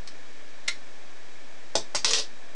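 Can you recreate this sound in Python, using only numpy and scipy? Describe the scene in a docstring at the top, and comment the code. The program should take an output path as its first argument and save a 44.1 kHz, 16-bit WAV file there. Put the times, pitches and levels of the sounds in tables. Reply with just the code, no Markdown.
"""Tape dispenser torn and dropped

Small room, hand-held plastic dispenser: sticky tape snaps off close to the microphone, as noise and
rapid tooth impulses ringing the dispenser. It slips and falls farther off: impulses ring its shell, low
pushes boom in the surface, random contacts rattle and wavering sines drone as its loose roll settles.
Shaped noise makes a steady hiss with a faint fan-like whirr under it all."""
import sys
import numpy as np
from scipy import signal
from scipy.fft import rfft, irfft, next_fast_len
from scipy.io import wavfile

SR = 44100
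rng = np.random.default_rng(int(sys.argv[2]) if len(sys.argv) > 2 else 0)


def wav_out(sig):
    """Save sig, one row per channel (or a flat mono array), as 16-bit PCM at SR to the path in sys.argv[1]."""
    wavfile.write(sys.argv[1], SR, np.round(np.clip(np.atleast_2d(sig).T, -1, 1) * 32767).astype(np.int16))


N = 112454  # samples in the scene
EVENT_SIZE = 16384  # samples in one event, long enough for it to die away


def amp(db):
    """Decibels to gain."""
    return 10 ** (np.asarray(db) / 20)


def unit(x):
    """Scales to rms 1."""
    return x / np.sqrt(np.mean(x ** 2) + 1e-20)


def read(points, hz):
    """Reads a table of values against frequency, interpolated on a log-frequency axis."""
    f, value = np.transpose(points)
    return np.interp(np.log(hz + 1), np.log(f), value)


def clock():
    """Time in seconds since the start of an event."""
    return np.arange(EVENT_SIZE) / SR


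def decay(t, t60):
    """Exponential fall by 60 dB in t60 seconds."""
    return np.exp(-np.log(1000) * t / t60)


def click(s):
    """One unit impulse, s seconds after the start of an event."""
    return 1. * (np.arange(EVENT_SIZE) == max(round(s * SR), 0))


def through(x, response):
    """Convolves and keeps the length."""
    return signal.fftconvolve(x, response)[:len(x)]


def add(mix, s, sound):
    """Places a sound in the mix at s seconds."""
    part = mix[round(s * SR):][:len(sound)]
    part += sound[:len(part)]


def noise(gain):
    """Noise of rms 1 whose spectrum follows the function gain(hz)."""
    size = next_fast_len(N, True)
    spectrum = rfft(rng.standard_normal(size)) * gain(np.fft.rfftfreq(size, 1 / SR))
    return unit(irfft(spectrum, size)[:N])


def band(hz, width_hz):
    """Noise in one resonance."""
    return noise(lambda f: 1 / (1 + ((f - hz) / (width_hz / np.sqrt(2))) ** 2))


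def causal(level_db, size=4096):
    """Shortest (minimum-phase) response with the spectrum level_db(hz), scaled to energy 1."""
    hz = abs(np.fft.fftfreq(size, 1 / SR))
    log_gain = np.log(amp(np.maximum(level_db(hz), -80)))
    response = np.fft.ifft(np.exp(np.conj(signal.hilbert(log_gain)))).real
    return response / np.linalg.norm(response)


def ring(modes):
    """Dying sines of a struck object."""
    t = clock()[:EVENT_SIZE // 2]
    return sum(amp(db) * decay(t, t60) * np.sin(2 * np.pi * hz * t) for hz, db, t60 in modes)


def body(colour, modes):
    """An object's answer to one contact: a short coloured crack plus ringing modes."""
    response = ring(modes)
    add(response, 0, causal(lambda f: read(colour, f)))
    return response


CORNER_OCTAVES = 0.22  # distance from the centre at which the boost in dB has halved


def corner(hz, db):
    """Each corner of the shell favours its own part of the treble."""
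    return causal(lambda f: db / (1 + (np.log2((f + 1) / hz) / CORNER_OCTAVES) ** 2))


def contacts(per_s, spread_db, size=2048):
    """Small contacts of random sign and strength, one somewhere in every interval."""
    at = ((np.arange(size) + rng.random(size)) * SR / per_s).astype(int)
    strength = rng.choice([-1., 1.], size) * amp(spread_db * rng.standard_normal(size))
    inside = at < EVENT_SIZE
    return np.bincount(at[inside], strength[inside], EVENT_SIZE)


# Steady hiss of the place. Each row: frequency in Hz, relative density in dB per Hz.
HISS_COLOUR = [(30, -17), (70, -21), (110, -2), (170, -9), (280, 1.5), (390, -2), (600, 1), (800, -3.5),
               (1400, -6), (2800, -10), (6000, -11.5), (8000, -18), (9500, -28), (10500, -46)]
# Faint fan-like whirr within it. Each row: frequency in Hz, width in Hz, level in dB rms.
WHIRR_BANDS = [(1740, 180, -58.5), (2300, 300, -60.5), (3310, 250, -67), (3840, 56, -69)]
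HISS_DB = -51.5  # rms


def background():
    """Even hiss with a few faint whirring bands, all steady filtered noise."""
    hiss = amp(HISS_DB) * noise(lambda f: amp(read(HISS_COLOUR, f)))
    whirr = sum(amp(db) * band(hz, width_hz) for hz, width_hz, db in WHIRR_BANDS)
    return hiss + whirr


# Reverberation of the small room. Each row: frequency in Hz, t60 in seconds.
ROOM_T60 = [(150, .3), (500, 0.14), (1400, 0.17), (3500, 0.19), (5500, 0.19), (10000, 0.17)]
# Early reflections. Each row: delay in seconds, gain.
EARLY_ECHOES = [(.0014, 0.26), (.0035, 0.45), (.0085, .2), (0.0123, 0.27)]
ROOM_ONSET_S = .002
ROOM_DB, THUD_ROOM_DB, HELD_ROOM_DB = 0.5, -1.5, -5.5  # tail level for shell, thuds and tear


def room(x, wet_db):
    """A few near reflections, then a diffuse tail in which each band dies at its own speed."""
    hz, t, z = signal.stft(rng.choice([-1., 1.], EVENT_SIZE), SR, nperseg=256)
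    dying = z * decay(t, read(ROOM_T60, hz)[:, None])
    tail = signal.istft(dying, SR, nperseg=256)[1]
    tail *= 1 - np.exp(-(clock() / ROOM_ONSET_S) ** 2)
    early = sum(gain * click(s) for s, gain in EARLY_ECHOES)
    return through(x, click(0) + early + amp(wet_db) * tail / np.linalg.norm(tail))


# Drone of the rocking roll. Each row: frequency in Hz, width in Hz, level in dB rms before the fades.
ROLL_DRONE = [(446, 15.6, -42.5), (514, 23.4, -44), (592, 31, -49.5)]
ROLL_FROM_S, ROLL_TO_S, ROLL_RISE_S, ROLL_T60_S = 2.05, 2.198, 0.027, 0.19


def roll():
    """A hollow drone of sines with wandering phase, held while the dispenser rocks, then dying away."""
    t = clock()
    after_rocking = np.maximum(ROLL_FROM_S + t - ROLL_TO_S, 0)
    level = np.minimum(t / ROLL_RISE_S, 1) * decay(after_rocking, ROLL_T60_S)
    drone = 0
    for hz, width_hz, db in ROLL_DRONE:
        waver = np.cumsum(rng.standard_normal(len(t))) * np.sqrt(2 * np.pi * abs(width_hz) / SR)
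        drone = drone + amp(db) * unit(np.sin(2 * np.pi * hz * t + waver))
    return ROLL_FROM_S, level * drone


# Strength of the rattle as it rocks to rest. Each row: time in seconds, level of the contacts in dB.
RATTLE_LEVEL = [(2.051, -18), (2.077, -11.5), (2.098, -18), (2.116, -21), (2.129, -24), (2.152, -12.5),
                (2.172, -16.5), (2.189, -12.5), (2.211, -27)]
# Colour of the rattle. Each row: frequency in Hz, relative level in dB.
RATTLE_SPECTRUM = [(100, -43), (700, -12.5), (1100, -11.5), (2100, -14.5), (2800, -3.5), (3800, -1.5),
                   (5100, -1), (6500, -7), (8000, -13), (10500, -27)]
# Modes of the plastic shell, also rung by the knocks. Each row: frequency in Hz, level in dB, t60 in seconds.
SHELL_RING = [(1048, -48.5, 0.17), (1956, -45, 0.09), (2770, -43, 0.097), (3630, -59, 0.12),
              (4080, -58, 0.04), (4710, -48, 0.2), (5070, -47, 0.13), (5335, -68, 0.12), (5660, -56, 0.067),
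              (5930, -43.5, .15), (7560, -43, 0.095)]
# Part of the treble that each rattling corner favours. Each entry: frequency in Hz.
RATTLE_CORNERS = [3700, 5000, 6200]
RATTLE_PER_S, RATTLE_SPREAD_DB, RATTLE_CORNER_DB = 450, 3.5, 4


def rattle():
    """Quick light contacts on one corner or another while the dispenser rocks to rest."""
    s, db = np.transpose(RATTLE_LEVEL)
    level = np.interp(s[0] + clock(), s, amp(db), right=0)
    force = level * contacts(RATTLE_PER_S, RATTLE_SPREAD_DB)
    which = rng.integers(0, len(RATTLE_CORNERS), EVENT_SIZE)
    taps = 0
    for k, hz in enumerate(RATTLE_CORNERS):
        tap = through(force * (which == k), corner(hz, RATTLE_CORNER_DB))
        taps = taps + room(tap, ROOM_DB)
    return s[0], through(taps, body(RATTLE_SPECTRUM, SHELL_RING))


# Heavier blows on the surface. Each row: start in seconds, level in dB, centre in Hz, width in octaves.
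SURFACE_BLOWS = [(1.7536, -1, 650, 0.72), (1.7574, -8, 413, 0.29), (1.9482, -5.5, 830, 0.93)]
# Modes of that surface. Each row: frequency in Hz, level in dB, t60 in seconds.
SURFACE_RING = [(127, -34.5, 0.11), (248, -52.5, 0.34), (373, -44.5, 0.045), (450, -48, .1),
                (608, -45.5, 0.062), (678, -40.5, 0.058), (890, -45, .07), (1048, -37, 0.023),
                (1498, -44.5, 0.12)]
THUD_LOW_HZ = 111  # the push weakens below this


def thud(s, db, hz, octaves):
    """A soft push of the falling dispenser booms in the surface that it lands on."""
    def push_db(f):
        hump = 1 + (np.log2((f + 1) / hz) / octaves) ** 2
        low_cut = np.hypot(1, THUD_LOW_HZ / (f + 1))
        return -20 * np.log10(hump * low_cut)

    force = amp(db) * through(click(0), causal(push_db))
    return s, room(force + through(force, ring(SURFACE_RING)), THUD_ROOM_DB)


# A tick in the hand, then the fall. 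Each row: start in seconds, click in dB, chatter in dB,
# chatter decay in seconds, frequency that this corner favours in Hz, its boost in dB.
SHELL_KNOCKS = [(.0754, -20.5, -24, 0.0031, 3800, 8), (1.7549, -8, .5, 0.0027, 5960, 3),
                (1.9492, -13, -1, 0.0072, 6600, 3.5), (1.9581, -10, -6.5, 0.0045, 6140, 2),
                (2.0465, 3, 0, 0.0037, 5000, 3.5), (2.108, -4, -4, 0.011, 6530, 6),
                (2.1344, 1.5, -2, 0.0067, 3200, 12)]
# Colour of the plastic shell. Each row: frequency in Hz, relative level in dB.
SHELL_COLOUR = [(60, -11.5), (250, -24), (700, -21), (1050, -1), (1400, -13.5), (2000, -4), (3100, -7),
                (4000, -2), (5100, 0.5), (6200, -2), (7500, -8), (9000, -12.5), (10500, -40.5)]
CHATTER_PER_S = 3500


def knock(s, click_db, chatter_db, decay_s, corner_hz, corner_db):
    """A sharp click on one corner of the shell, with the loose parts chattering briefly."""
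    chatter = contacts(CHATTER_PER_S, spread_db=2.0) * np.exp(-clock() / decay_s)
    force = amp(click_db) * click(0) + amp(chatter_db) * chatter / np.linalg.norm(chatter)
    struck_shell = through(body(SHELL_COLOUR, SHELL_RING), corner(corner_hz, corner_db))
    return s, room(through(force, struck_shell), ROOM_DB)


# Colour of the tear, close to the microphone. Each row: frequency in Hz, relative level in dB.
TEAR_SPECTRUM = [(100, -37), (600, -17), (1350, -5.5), (1750, -5), (2100, 3.5), (2600, 0), (4000, -1.5),
                 (4900, -3.5), (5800, -1.5), (8000, -12), (10500, -25)]
# Modes of the held dispenser, plucked by the tear. Each row: frequency in Hz, level in dB, t60 in seconds.
HELD_RING = [(1405, -38, 0.066), (2014, -38.5, 0.081), (2200, -40.5, .1), (3000, -51, 0.043),
             (3770, -45, .05), (4140, -34, .06), (5500, -34, 0.072), (5780, -35, 0.049)]
TEAR_S, TEAR_LENGTH_S = 0.6783, .0058
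TEETH_HZ, TEETH_JITTER = 2096, 0.076  # jitter as a fraction of the spacing
TEAR_DB, TEAR_RISE_DB = -5.5, 15.5  # level where the tape parts, and the rise up to it
TEAR_FIZZ_DB, TEAR_FIZZ_DECAY_S = 0, 0.0043


def tape():
    """Tape gives way tooth by tooth, louder until it parts, with a short fizz, and plucks the dispenser."""
    steps = np.arange(0, TEAR_LENGTH_S, 1 / TEETH_HZ)
    slips = steps + TEETH_JITTER / TEETH_HZ * rng.standard_normal(64)[:len(steps)]
    force = sum(amp(TEAR_DB + TEAR_RISE_DB * (s / TEAR_LENGTH_S - 1)) * click(s) for s in slips)
    # the fizz swells up to the parting and fades after it
    fizz = rng.standard_normal(EVENT_SIZE) * np.exp(-abs(clock() - TEAR_LENGTH_S) / TEAR_FIZZ_DECAY_S)
    force += amp(TEAR_FIZZ_DB) * fizz / np.linalg.norm(fizz)
    return TEAR_S, room(through(force, body(TEAR_SPECTRUM, HELD_RING)), HELD_ROOM_DB)


def scene():
    """The tape is torn near the microphone; the fall is farther off and wetter."""
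    mix = background()
    events = [tape(), rattle(), roll()]
    events += [thud(*row) for row in SURFACE_BLOWS]
    events += [knock(*row) for row in SHELL_KNOCKS]
    for s, sound in events:
        add(mix, s, sound)
    return mix[None]


EDGE_HZ = 10800
OFFSET = -.047  # of full scale


def record(dry):
    """The recorder's band limit, a steep low-pass, and its small constant offset."""
    low_pass = signal.firwin(401, EDGE_HZ, window=("kaiser", 8), fs=SR)
    return signal.oaconvolve(dry, low_pass[None], "same") + OFFSET


dry = scene()
out = record(dry)
wav_out(out)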